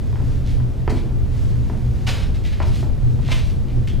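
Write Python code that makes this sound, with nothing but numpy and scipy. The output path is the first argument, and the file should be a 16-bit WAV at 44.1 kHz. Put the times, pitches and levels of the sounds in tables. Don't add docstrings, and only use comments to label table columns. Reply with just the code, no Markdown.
import sys
import numpy as np
from scipy import signal
from scipy.fft import rfft, irfft
from scipy.io import wavfile

SR = 44100
rng = np.random.default_rng(int(sys.argv[2]) if len(sys.argv) > 2 else 0)


def int16_out(signal):
    q = np.round(np.clip(np.atleast_2d(signal).T, -1, 1) * 32767)
    wavfile.write(sys.argv[1], SR, q.astype(np.int16))


N = 176400
TIME = np.arange(N) / SR


def heel_knocks():
    # start_s, level_db, hardness_hz (low-pass corner), thud_db
    contacts = [(.128, -11, 1300, -17), (.157, -10, 2000, -10), (.202, -8.5, 795, -19),
                (0.6, -14, 1800, -20), (0.8776, 4.5, 1700, -2.5), (.923, -4.5, 495, 6.5),
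                (1.062, -13, 796, -1), (1.698, -2.5, 1100, -4), (2.602, 4, 1590, -12),
                (2.619, -7.5, 3000, -15), (2.662, -7, 1000, -9), (2.828, -4, 1000, -5.5),
                (3.190, -11, 1190, -11), (3.287, -5, 2210, -17)]
    # pitch_hz, level_db, t60_s
    shoe_modes = [(360, -24.5, 0.013), (452, -31.5, 0.031), (597, -24, 0.014), (970, -19.5, 0.01),
                  (1370, -24.5, 0.011), (1930, -19, 0.0053), (3240, -24.5, 0.0063), (4600, -22, 0.0054)]
    # pitch_hz, level_db, t60_s
    thud_modes = [(210, -28.5, 0.064), (252, -28, 0.1), (341, -25, 0.051), (418, -25, 0.04)]
    out, click = np.zeros(N), signal.unit_impulse(SR)
    shoe = sum((-1) ** k * from_db(db) * ring(click, hz, t60)
               for k, (hz, db, t60) in enumerate(shoe_modes))
    body = from_db(-9.5) * click + shoe
    thud = sum(from_db(db) * ring(click, hz, t60) for hz, db, t60 in thud_modes)
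    for start, db, hardness_hz, thud_db in contacts:
        knock = butter(body + from_db(thud_db) * thud, hardness_hz, "low")
        add(out, start, from_db(db) * stairwell(knock, room_db=-1))
    return butter(out, 178, "high")


def sole_scrapes():
    # start_s, length_s, level_db, tilt_db_per_octave, attack_s
    strokes = [(.894, 0.015, -39, 3, 0.0044), (.95, 0.037, -44.5, 0, 0.012),
               (2.065, 0.041, -28, 0.7, 0.0059), (2.12, 0.12, -41.5, 0, 0.033),
               (2.338, 0.029, -45.5, 1, 0.0068), (2.621, 0.011, -38, -0.5, 0.002),
               (2.65, 0.045, -46, 4.5, 0.0091), (2.70, 0.064, -44, 2, 0.037),
               (3.287, 0.027, -37.5, 0.5, 0.0062), (3.311, 0.017, -27, 0.5, 0.0069),
               (3.345, .04, -47, 0, 0.011)]
    # frequency_hz, level_db
    spectrum = [(200, -36), (400, -2), (620, -1.5), (900, -2.5), (1350, -5), (1650, -6.5), (2200, -0.5),
                (2750, -1.5), (3700, -3.5), (5000, -8), (7000, -15.5), (10000, -22.5), (15000, -33)]
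    return friction(strokes, spectrum, release_s=0.0065, grains_per_s=4000, room_db=-0.5, spread_db=2.5)


def sole_shuffles():
    # start_s, length_s, level_db, tilt_db_per_octave, attack_s
    strokes = [(.435, 0.092, -48.5, 1, 0.028), (2.43, 0.046, -42, -1, 0.024), (2.48, 0.12, -53, -2, 0.014),
               (2.522, 0.0083, -42, -3, 0.0042), (2.735, 0.075, -46.5, 2.5, 0.019),
               (3.20, 0.2, -42.5, -1.5, 0.08), (3.44, 0.069, -49, 2.5, .02),
               (3.665, 0.039, -52.5, -3.5, .02), (3.871, 0.0086, -38.5, -0.5, 0.0033),
               (3.912, .012, -44, -20, .004)]
    # frequency_hz, level_db
    spectrum = [(500, -28), (1400, -9), (2200, 0), (3300, 0), (4300, -2.5), (6000, -8.5), (9000, -16),
                (15000, -26)]
    return friction(strokes, spectrum, release_s=0.015, grains_per_s=5000, room_db=-1, spread_db=6.0)


def friction(strokes, spectrum, release_s, grains_per_s, room_db, spread_db):
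    out, t = np.zeros(N), TIME[:SR]
    for start, length, db, tilt_db, attack_s in strokes:
        grain_db = spread_db * np.minimum(rng.exponential(1, SR), 4)
        sizes = from_db(grain_db) * rng.choice([-1, 1], SR)
        grains = sizes * (rng.random(SR) < grains_per_s / SR)
        pressure = np.clip(t / attack_s, 0, 1) * np.exp(-np.maximum(t - length, 0) / release_s)
        stroke = pressure * coloured(grains, spectrum, tilt_db)
        add(out, start, from_db(db) * stairwell(stroke, room_db))
    return out


def sole_squeak():
    # start_s, length_s, level_db, first_hz, last_hz
    chirps = [(3.884, .04, -45, 2920, 3470)]
    out, t = np.zeros(N), TIME[:SR]
    rough_hz = 250
    for start, length, db, first_hz, last_hz in chirps:
        along = np.clip(t / length, 0, 1)
        hz = first_hz + (last_hz - first_hz) * along + rough_hz * drift(rate_hz=700).real[:SR]
        chirp = np.sin(np.pi * along) * np.sin(2 * np.pi * np.cumsum(hz) / SR)
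        add(out, start, from_db(db) * stairwell(chirp, room_db=-1))
    return out


def clothes():
    # middle_s, half_width_s, level_db
    rustles = [(.12, 0.18, -56), (0.333, 0.076, -54), (1.387, 0.075, -51.5), (1.494, 0.077, -56.5),
               (1.736, .14, -54), (2.025, 0.089, -52.5), (3.133, 0.13, -55), (3.79, 0.072, -59)]
    # frequency_hz, level_db
    spectrum = [(400, -21), (1000, 5), (2200, 4.5), (4500, 2), (7000, -3), (10000, -9.5), (15000, -16)]
    swing = sum(from_db(db) * np.exp(-.5 * ((TIME - s) / half) ** 2) for s, half, db in rustles)
    flutter = from_db(0.47 * drift(rate_hz=25).real)
    return swing * flutter * coloured(rng.standard_normal(N), spectrum)


def stairwell(x, room_db):
    gap_s, decay_s = 0.002, 0.0083
    t = TIME[:SR] - gap_s
    slaps = rng.standard_normal(SR) * (t > 0) * np.exp(-abs(t) / decay_s)
    slaps = from_db(-3) * butter(slaps / np.sqrt(np.sum(slaps ** 2)), 2000, "low", order=1)
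    return x + signal.fftconvolve(x, slaps + from_db(room_db) * wall_tail())[:SR]


def wall_tail():
    # frequency_hz, t60_s
    decay_times = [(150, 1), (400, 0.61), (1000, 0.54), (2500, 0.41), (5000, 0.39), (12000, 0.46)]
    t, edges, build_s = TIME[:SR], np.geomspace(80, 18000, 8), 0.0057
    white, hz = rfft(rng.standard_normal(SR)), np.fft.rfftfreq(SR, 1 / SR)
    out = np.zeros(SR)
    for lo, hi in zip(edges, edges[1:]):
        band = irfft(white * (hz >= lo) * (hz < hi), SR)
        out += band * np.exp(-np.log(1000) * t / at_hz(decay_times, np.sqrt(lo * hi)))
    out *= 1 - np.exp(-t / build_s)
    return out / np.sqrt(np.sum(out ** 2))


def building_rumble():
    # frequency_hz, level_db
    mid_spectrum = [(10, -17), (21, -1), (26, 4), (32, 1.5), (55, -3), (74, 1), (90, -2), (112, -6.5),
                    (128, -5), (150, -12), (250, -17), (310, -24), (420, -26), (600, -32), (1000, -41),
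                    (1600, -45), (3000, -49.5), (5000, -53.5), (8000, -59.5), (15000, -65)]
    # frequency_hz, level_db
    side_spectrum = [(10, -33), (27, 14.5), (45, -3.5), (65, -5), (105, -9), (140, -18), (200, -14.5),
                     (240, -22), (420, -25.5), (700, -32), (1000, -41), (2000, -52), (4000, -77.5),
                     (7000, -79.5), (15000, -75)]
    # time_s, gain_db
    swell_points = [(0, -2), (.25, 3.5), (.55, 1.5), (.76, -3.5), (.9, -1), (1.45, 2), (1.8, -1), (2.25, 3),
                    (2.5, 0), (2.85, 1.5), (3.3, 1.5), (3.65, -1.5), (4, 3)]
    mid = from_db(-21.5) * coloured(rng.standard_normal(N), mid_spectrum)
    side = from_db(-22) * coloured(rng.standard_normal(N), side_spectrum)
    noise = stereo(mid, side)
    swell = from_db(np.interp(TIME, *np.transpose(swell_points)))
    return noise + (swell - 1) * butter(noise, 170, "low", order=1)


def machine_hum():
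    # pitch_hz, relative_mid_db, relative_side_db
    tones = [(119.5, -1, -10.5), (122.7, -9.5, -27), (123.55, -5.5, -15), (211, -19, -23.5),
             (269, -21, -24), (360.5, -23.5, -27), (481.5, -31.5, -33)]
    # time_s, gain_db
    swell_points = [(0, -30.5), (.13, -32.5), (.26, -22.5), (.40, -33), (.50, -24.5), (.62, -25),
                    (.77, -32.5), (.98, -31), (1.08, -22), (1.42, -29), (1.57, -20.5), (1.76, -31),
                    (1.86, -25), (2.08, -24), (2.2, -34), (2.55, -33.5), (2.72, -20), (2.87, -30),
                    (3.17, -21), (3.40, -29.5), (3.68, -31.5), (3.78, -19), (3.92, -38.5), (4, -18)]
    pan_db, waver_depth = 1.2, 0.39

    def tone(hz):
        steady = np.exp(2j * np.pi * (hz * TIME + rng.random()))
        waver = 1 + waver_depth * drift(rate_hz=2.7)
        return rms_one((steady * waver).real)
    swell = from_db(np.interp(TIME, *np.transpose(swell_points)))
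    hum = sum(stereo(from_db(db) * tone(hz), from_db(side_db) * tone(hz)) for hz, db, side_db in tones)
    return swell * from_db([[-pan_db], [pan_db]]) * hum


def from_db(db):
    return 10 ** (np.asarray(db) / 20)


def rms_one(x):
    return x / np.sqrt(np.mean(x ** 2) + 1e-20)


def at_hz(points, hz):
    frequencies, values = np.transpose(points)
    return np.interp(np.log(np.maximum(hz, 1)), np.log(frequencies), values)


def butter(x, hz, kind, order=2):
    sections = signal.butter(order, np.clip(hz, 10, SR / 2 - 100), kind, fs=SR, output="sos")
    return signal.sosfilt(sections, x + 1e-18)


def coloured(x, spectrum, tilt_db=0):
    hz = np.maximum(np.fft.rfftfreq(len(x), 1 / SR), 1)
    bass_rolloff = np.minimum(hz / spectrum[0][0], 1) ** 2
    gain = from_db(at_hz(spectrum, hz) + tilt_db * np.log2(hz)) * bass_rolloff
    return rms_one(irfft(rfft(x) * gain, len(x)))


def drift(rate_hz):
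    hz = np.fft.fftfreq(N, 1 / SR)
    white = rng.standard_normal(N) + 1j * rng.standard_normal(N)
    slow = np.fft.ifft(white / (1 + (hz / rate_hz) ** 2) ** 2)
    return slow / np.sqrt(np.mean(abs(slow) ** 2))


def ring(x, hz, t60):
    radius, angle = np.exp(-np.log(1000) / (t60 * SR)), 2 * np.pi * hz / SR
    return signal.lfilter([0, np.sin(angle)], [1, -2 * radius * np.cos(angle), radius ** 2], x + 1e-18)


def stereo(mid, side):
    return np.array([mid + side, mid - side])


def add(out, start_s, sound):
    i = int(np.clip(start_s * SR, 0, N - 1))
    out[i:i + len(sound)] += sound[:N - i]


def scene():
    grit = sole_scrapes() + sole_shuffles()
    background = building_rumble() + machine_hum()
    walker = grit + clothes() + heel_knocks() + sole_squeak()
    return walker + background


def record(dry):
    return signal.sosfilt(signal.ellip(12, .1, 80, 15400, fs=SR, output="sos"), dry)


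dry = scene()
out = record(dry)
int16_out(out)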